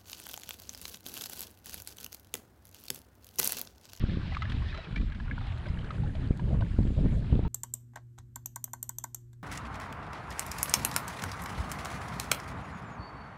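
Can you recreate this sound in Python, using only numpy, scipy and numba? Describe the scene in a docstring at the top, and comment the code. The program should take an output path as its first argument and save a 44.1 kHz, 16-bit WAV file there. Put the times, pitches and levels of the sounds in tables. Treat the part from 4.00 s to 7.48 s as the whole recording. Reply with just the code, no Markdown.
"""Lake shore in gusty wind. From 0 s: turbulence rumbles, flutters and rasps on a camera microphone port (noise
bands), eddies thump (fast pressure flips), waves wash (noise and small bubbles), dry reeds hiss and crackle.
0.3 to 2.6 s: wavelets plop among the stems (paired damped sines, splash noise); from 0.5 s reeds tick (noise
bursts); 0.66 to 0.87 s: faint squeaks (gliding tones). From 2.3 s the wind is mostly stronger and the treble
hiss grows to a peak near 3.1 s; one last plop at 3.45 s."""
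import sys
import numpy as np
from scipy import signal
from scipy.io import wavfile
from scipy.ndimage import uniform_filter1d, map_coordinates
from numba import njit

SR = 44100
rng = np.random.default_rng(int(sys.argv[2]) if len(sys.argv) > 2 else 0)


def store_pcm(level_fs):
    """Save levels as 16-bit WAV."""
    pcm = np.round(np.clip(level_fs, -1, 1) * 32767).astype(np.int16)
    wavfile.write(sys.argv[1], SR, np.atleast_2d(pcm).T)


N = 153468

# wind on the port: start_s, rumble_db, flutter_re_rumble_db, rasp_re_rumble_db (before range trims)
GUST_LEVELS = [(0.0, -39, 3.5, -16), (0.09, -31, -3, -14), (0.13, -39, 5.5, -10), (0.39, -31, -14.5, -29.5),
               (0.5, -38.5, 0, -18), (0.61, -24, -14.5, -29.5), (0.85, -45, -8, -7), (0.93, -36.5, -4, -22),
               (0.97, -43.5, 6, 0), (0.99, -27.5, -6, -38), (1.04, -41, 5.5, -29), (1.07, -31, -13.5, -37),
               (1.33, -31.5, -9, -22), (1.51, -34.5, -15.5, -27), (1.66, -38, -8, -8),
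               (1.72, -37.5, -4, -14.5), (1.84, -38, -3.5, -13.5), (2.29, -30.5, -6, -19),
               (2.3, -33.5, -11, -11), (2.39, -40, 3, -17.5), (2.48, -26.5, -8.5, -14.5),
               (2.51, -28, 0.5, -8.5), (2.62, -29, -5, -16), (2.73, -37, -5, -16.5),
               (2.8, -23.5, -8, -24.5), (2.93, -33.5, 1, -15), (3.02, -23.5, -5.5, -17),
               (3.29, -31, -5, -19), (3.32, -16.5, -12.5, -25), (3.38, -33, 2.5, -9.5),
               (3.47, -28.5, -4, -15.5)]
# wind spectrum: freq_hz, density_db_per_hz
WIND_SPECTRUM = [(18, -6.5), (49, 2), (91, -2), (161, -2), (491, -28.5), (542, -26.5), (670, -37.5),
                 (900, -39), (1300, -49.5)]
# strong single eddies: flip_s, level_db, swing_s, edge_s, direction (+1 or -1)
STRONG_EDDIES = [(0.04, -18.5, 0.0054, 0.00052, 1), (0.173, -21.5, 0.0013, 0.0012, 1),
                 (0.55, -24, 0.002, 0.0018, 1), (0.972, -30, 0.0012, 0.0013, 1),
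                 (1.704, -22, 0.0026, 0.0019, 1), (2.001, -27, 0.0024, 0.0032, 1),
                 (2.309, -11.5, 0.0027, 0.00081, 1), (2.444, -21, 0.0043, 0.0026, 1),
                 (2.532, -23, 0.0023, 0.0014, 1), (2.552, -30, 0.0012, 0.001, 1),
                 (2.79, -15.5, 0.001, 0.0012, -1), (2.853, -22.5, 0.0039, 0.00055, 1),
                 (2.982, -17, 0.0025, 0.003, 1), (2.906, -26.5, 0.0021, 0.00051, 1),
                 (3.046, -24.5, 0.0053, 0.00036, 1), (3.059, -21.5, 0.0041, 0.00041, -1),
                 (3.329, -21.5, 0.0032, 0.00028, 1), (3.393, -16.5, 0.0013, 0.00058, -1)]
# shore levels: start_s, wash_db, wash_tilt_db_per_octave, treble_hiss_db
SHORE_LEVELS = [(0.0, -51.5, 6.5, -84.5), (0.68, -50.5, 4.5, -78), (0.86, -50, 2, -82.5),
                (1.01, -55, 5, -78.5), (1.1, -56, 2.5, -82), (1.63, -51, 0, -78), (1.95, -54.5, -1, -75.5),
                (3.08, -59.5, 6, -74), (3.14, -57.5, 5, -68), (3.19, -59.5, 7.5, -72),
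                (3.215, -56.5, 4, -77), (3.47, -55, -1, -79)]
# wash spectrum, also of bubbles and crackle: freq_hz, density_db_per_hz
WASH_SPECTRUM = [(500, 2), (1290, -1), (1650, 3), (1950, -10), (2150, -3), (2580, -6.5), (3070, -5.5),
                 (4420, -14), (6500, -57.5)]
# reed hiss spectrum: freq_hz, density_db_per_hz
HISS_SPECTRUM = [(5500, 0.5), (6100, 4), (7660, 8), (8950, 0), (10000, 0), (11600, -34.5)]
# plops: start_s, level_db, bubble_hz, bubble2_hz, bubble2_re_first_db, ring_t60_s, splash_re_plop_db
PLOP_EVENTS = [(0.32, -39.5, 768, 1970, 4.5, 0.064, -19), (0.347, -33, 1617, 2250, 10, 0.025, -5.5),
               (0.368, -20.5, 1180, 1930, -10, 0.022, -19), (0.42, -25.5, 1280, 2010, 2.5, 0.042, -9.5),
               (0.451, -35.5, 1700, 1870, -1, 0.052, -20), (0.497, -41, 1750, 2930, 0, 0.075, 3),
               (0.519, -30, 1780, 3170, 4.5, 0.018, -6), (0.62, -29.5, 1075, 1870, -0.5, 0.029, -34),
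               (0.744, -27.5, 1285, 1980, -2, 0.027, -12), (0.774, -36.5, 1370, 1890, -10, 0.03, -2.5),
               (0.783, -36.5, 647, 1370, -8, 0.045, -24), (0.844, -48.5, 1860, 3250, 17, 0.031, -1),
               (0.959, -37, 1740, 2286, 11.5, 0.055, 1), (0.974, -42, 1950, 2334, 7, 0.081, -2),
               (1.012, -47, 1090, 2370, 6, 0.042, 0), (1.12, -36, 1630, 2080, -3, 0.031, -9.5),
               (1.147, -35, 1540, 2870, -7, 0.021, -11.5), (1.2, -33.5, 1655, 1010, 0.5, 0.024, -14),
               (1.279, -31.5, 1400, 2180, -9, 0.025, -37), (1.311, -24.5, 1650, 2160, -0.5, 0.03, -28),
               (1.379, -32.5, 934, 1430, 6, 0.029, -23), (1.411, -37, 760, 1250, 6, 0.036, -13),
               (1.469, -33.5, 800, 2145, -2, 0.026, -12), (1.656, -35.5, 1540, 2120, 1, 0.039, -16),
               (1.664, -31.5, 578, 4000, -18, 0.036, -16), (1.685, -36, 2050, 4900, -5, 0.028, -22),
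               (1.786, -46, 630, 3020, 10.5, 0.043, -1), (1.844, -33.5, 1520, 2180, -12, 0.021, -12.5),
               (1.905, -23.5, 1260, 2030, -11.5, 0.03, -18), (2.035, -32.5, 817, 2280, -26, 0.044, -39),
               (2.151, -30, 622, 1840, -11, 0.029, -14), (2.394, -31, 953, 1620, 1.5, 0.032, -18),
               (2.607, -40.5, 2950, 3700, 4, 0.02, -8.5), (2.609, -33, 658, 1025, -4, 0.051, -20),
               (2.62, -36.5, 1510, 960, 6, 0.04, -24), (3.449, -30.5, 914, 1290, -2, 0.042, -18)]
# reed ticks: start_s, level_db (before trim)
REED_TICKS = [(0.4978, -54), (0.5075, -60), (0.5125, -59), (0.5195, -56), (0.7766, -72), (0.9552, -64),
              (1.2376, -65), (1.468, -59), (1.583, -54), (1.6841, -60), (1.8407, -60), (2.157, -58),
              (2.373, -50), (2.609, -58)]
# squeaks: start_s, length_s, start_hz, middle_hz, end_hz, level_db, harmonic2_db, harmonic3_db
SQUEAK_EVENTS = [(.656, .03, 1750, 1850, 2150, -53, -90, -90), (.692, .03, 1140, 1275, 1160, -75, -52, -52),
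                 (.722, .112, 2050, 1995, 1900, -58, -57, -90),
                 (.832, .034, 2600, 2500, 2200, -53, -90, -90)]

RASP_EXPONENT = 0.62
EDDIES_PER_S, EDDY_RE_FLUTTER_DB, EDDY_SCATTER_DB = 70, 2.5, 2
EDDY_BASE_SWING_S, EDDY_BASE_EDGE_S = 0.0031, 0.0014
WASH_SWELL_DB, WASH_TRIM_DB = 1.1, -1.5
BUBBLES_PER_S, BUBBLE_TRIM_DB, BUBBLE_SCATTER_DB, BUBBLE_T60_CYCLES = 500, -4, 5.5, 2.86 * 11.4
CRACKLES_PER_S, CRACKLE_TRIM_DB, CRACKLE_SCATTER_DB, CRACKLE_T60_CYCLES = 900, -8, 2.5, 2.86 * 3.2
CLUSTER_DB, CLUSTERS_PER_S = 5.5, 40
PLOP_GLIDE_FRACTION, PLOP_RISE_S, PLOP_TRIM_DB, PLOP_ROUGH_DB = 0.053, 0.0037, 1.5, 2.8
SPLASH_T60_S, SPLASH_RISE_S = 0.035, 0.0016
TOP_HZ = 11750


def undb(db):
    """Decibels to amplitude."""
    return 10 ** (np.asarray(db) / 20)


def unit(x):
    """Scale to an RMS of 1."""
    return x / np.sqrt(np.mean(x ** 2))


def curve(table, col):
    """One column of a time table, sample by sample."""
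    table = np.array(table)
    return np.interp(np.arange(N) / SR, table[:, 0], table[:, col])


def colour_db(table, hz):
    """Spectrum level, interpolated on log frequency."""
    table = np.array(table)
    return np.interp(np.log(hz), np.log(table[:, 0]), table[:, 1])


def band(x, lo_hz, hi_hz):
    """Second-order Butterworth band-pass."""
    return signal.sosfilt(signal.butter(2, [lo_hz, hi_hz], "band", fs=SR, output="sos"), x)


def walk(rate_per_s):
    """Random levels joined smoothly; spread near 1."""
    hop = 32
    knots = np.arange(0, N, hop) / SR * rate_per_s
    steps = map_coordinates(rng.standard_normal(1500), [knots], order=3).repeat(hop)[:N]
    return 1.2 * uniform_filter1d(steps, size=hop)


def noise_bands(table, lo_hz, hi_hz, shared_db, own_db, rate_per_s, count, tilt_db=0):
    """Adjoining noise bands that swell together and flicker alone."""
    out, edges = 0, np.geomspace(lo_hz, hi_hz, count + 1)
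    for lo, hi in zip(edges, edges[1:]):
        hz = np.sqrt(lo * hi)
        level_db = colour_db(table, hz) + shared_db + own_db * walk(rate_per_s)
        level_db = level_db + tilt_db * np.log2(hz / 1500)
        out = out + undb(level_db) * band(rng.standard_normal(N), lo, hi)
    return unit(out)


@njit
def grains(n, sr, start, hz, t60, rise, glide, size):
    """Damped sines that rise quickly and glide in pitch while they die."""
    out = np.zeros(n)
    for k in range(len(start)):
        i0, m, phase = int(start[k] * sr), int(t60[k] * sr), 0.
        fall, up = np.exp(-np.log(1000.) / m), np.exp(-1 / (rise[k] * sr + 1))
        decay, unrisen = size[k], 1.
        for i in range(min(m, n - i0)):
            phase += 2 * np.pi * hz[k] * (1 + glide[k] * i / m) / sr
            decay *= fall
            unrisen *= up
            out[i0 + i] += decay * (1 - unrisen) * np.sin(phase)
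    return out


def swarm(per_s, table, lo_hz, hi_hz, t60_cycles, scatter_db, glide):
    """Random grains whose pitches fill a band and whose sizes follow a spectrum."""
    when, pitch, chance = rng.random((3, int(per_s * N / SR)))
    hz = lo_hz * (hi_hz / lo_hz) ** pitch
    size_db = colour_db(table, hz) + 20 * np.log10(hz) - scatter_db * np.log(chance + .04)
    return unit(grains(N, 1. * SR, when * N / SR, hz, t60_cycles / hz, 0.4 / hz, glide + 0 * hz, undb(size_db)))


def bursts(start_s, level_db, rise_s, t60_s, lo_hz, hi_hz):
    """Band noise under gates that rise quickly and decay exponentially."""
    gate = np.zeros(N)
    gate[(start_s * SR).astype(int)] = undb(level_db)
    gate = signal.lfilter([1], [1, -np.exp(-np.log(1000) / (t60_s * SR))], gate)
    k = np.exp(-1 / (rise_s * SR))
    gate = signal.lfilter([1 - k], [1, -k], gate)
    noise = band(band(rng.standard_normal(N), lo_hz, hi_hz), lo_hz, hi_hz)
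    return gate * unit(noise)


def turbulence():
    """Wind pressure noise in three ranges: rumble, flutter and rasp."""
    shared, low_db = 1.09 * walk(23.55), curve(GUST_LEVELS, 1)
    rumble = noise_bands(WIND_SPECTRUM, 24.5, 120.9, 0.14 * shared, 2.96, 7.35, count=4)
    flutter = noise_bands(WIND_SPECTRUM, 118.6, 292.6, shared, 1.5, 21.24, count=4)
    rasp = noise_bands(WIND_SPECTRUM, 306.0, 1325, 0.28 * shared, 2.9, 25.09, count=6)
    # the rasp rides on the flutter
    swell = uniform_filter1d(np.abs(flutter), size=300) ** RASP_EXPONENT
    rasp = unit(swell * rasp)
    out = undb(low_db - 2.0) * rumble
    out = out + undb(low_db + curve(GUST_LEVELS, 2) - 1.5) * flutter
    return out + undb(low_db + curve(GUST_LEVELS, 3) - 3.0) * rasp


def flips(flip_s, size, swing_s, edge_s):
    """Pressure builds, flips over quickly as the eddy passes the port, and relaxes."""
    out, t = np.zeros(N + 4000), np.arange(-1000, 1000) / SR
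    for s, a, swing, edge in zip(flip_s, size, swing_s, edge_s):
        i = int(s * SR)
        out[i:i + len(t)] -= a * np.tanh(t / edge) * np.exp(-np.abs(t) / swing + edge / swing)
    return out[len(t) // 2:][:N]


def eddies():
    """Random small eddies follow the flutter level; strong single ones thump."""
    when, chance, side, swing_u, edge_u = rng.random((5, int(EDDIES_PER_S * N / SR)))
    size = undb(-EDDY_SCATTER_DB * np.log(chance + 0.0077)) * np.sign(side - .5)
    small = flips(when * N / SR, size, EDDY_BASE_SWING_S * (0.7 + swing_u), EDDY_BASE_EDGE_S * (0.61 + edge_u))
    flutter_db = curve(GUST_LEVELS, 1) + curve(GUST_LEVELS, 2)
    flip_s, level_db, swing_s, edge_s, direction = np.array(STRONG_EDDIES).T
    strong = flips(flip_s, np.sign(direction) * undb(level_db), swing_s, edge_s)
    return undb(flutter_db + EDDY_RE_FLUTTER_DB) * unit(small) + strong


def wash():
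    """Small waves: swelling noise plus a fizz of small bubbles rising in pitch."""
    noise = noise_bands(WASH_SPECTRUM, 548, 6850, WASH_SWELL_DB * walk(12), 2.12, 16, count=10,
                        tilt_db=curve(SHORE_LEVELS, 2))
    fizz = swarm(BUBBLES_PER_S, WASH_SPECTRUM, 526.4, 5780, BUBBLE_T60_CYCLES, BUBBLE_SCATTER_DB, 0.21)
    return undb(curve(SHORE_LEVELS, 1)) * (undb(WASH_TRIM_DB) * noise + undb(BUBBLE_TRIM_DB) * fizz)


def reed_hiss():
    """Dry stems hiss: flickering treble noise."""
    hiss = noise_bands(HISS_SPECTRUM, 5900, 12500, 0.86 * walk(10.72), 1.8, 22.03, count=5)
    return undb(curve(SHORE_LEVELS, 3)) * hiss


def reed_crackle():
    """Dry stems crackle: very short damped sines in dense clusters."""
    crackle = swarm(CRACKLES_PER_S, WASH_SPECTRUM, 930, 5500, CRACKLE_T60_CYCLES, CRACKLE_SCATTER_DB, 0)
    crackle = crackle * undb(CLUSTER_DB * walk(CLUSTERS_PER_S))
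    return undb(curve(SHORE_LEVELS, 1) + CRACKLE_TRIM_DB) * unit(crackle)


def plops():
    """Each plop rings two bubbles, the second dying sooner, and splashes."""
    start_s, level_db, hz, hz2, second_db, t60_s, splash_db = np.array(PLOP_EVENTS).T
    one = np.ones(len(start_s))
    rise, glide, ring_db = PLOP_RISE_S * one, PLOP_GLIDE_FRACTION * one, level_db + PLOP_TRIM_DB
    rings = grains(N, 1. * SR, start_s, hz, t60_s, rise, glide, undb(ring_db))
    rings = rings + grains(N, 1. * SR, start_s, hz2, 0.59 * t60_s, rise, glide, undb(ring_db + second_db))
    splash = bursts(start_s, level_db + splash_db, SPLASH_RISE_S, SPLASH_T60_S, 840, 4030)
    return undb(PLOP_ROUGH_DB * walk(400)) * rings + splash


def reed_ticks():
    """Dry stems tick: very short treble noise bursts."""
    start_s, level_db = np.array(REED_TICKS).T
    return bursts(start_s, level_db - 3.0, rise_s=0.0004, t60_s=0.01, lo_hz=2700, hi_hz=11000)


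def squeaks():
    """Thin gliding tones of three harmonics with soft ends and a slight waver in level."""
    out = np.zeros(N)
    for start_s, length_s, hz0, hz1, hz2, *levels_db in SQUEAK_EVENTS:
        u = np.arange(int(length_s * SR)) / (length_s * SR)
        # parabola through start, middle and end pitch
        hz = hz0 * (1 - u) * (1 - 2 * u) + 4 * hz1 * u * (1 - u) + hz2 * u * (2 * u - 1)
        phase = 2 * np.pi * np.cumsum(hz) / SR
        tone = sum(undb(db) * np.sin((k + 1) * phase) for k, db in enumerate(levels_db))
        i = int(start_s * SR)
        out[i:i + len(u)] += np.sqrt(2) * tone * np.sqrt(np.sin(np.pi * u))
    return out * undb(1.8 * walk(110))


def scene():
    """Sum of wind, shore, reeds and squeaks, one channel."""
    wind = turbulence() + eddies()
    water = wash() + plops()
    reeds = reed_hiss() + reed_crackle() + reed_ticks()
    return (wind + water + reeds + squeaks())[None]


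def record(dry):
    """The camera cuts the top: steep elliptic low-pass."""
    return signal.sosfilt(signal.ellip(8, .2, 40, TOP_HZ, fs=SR, output="sos"), dry)


dry = scene()
out = record(dry)
store_pcm(out)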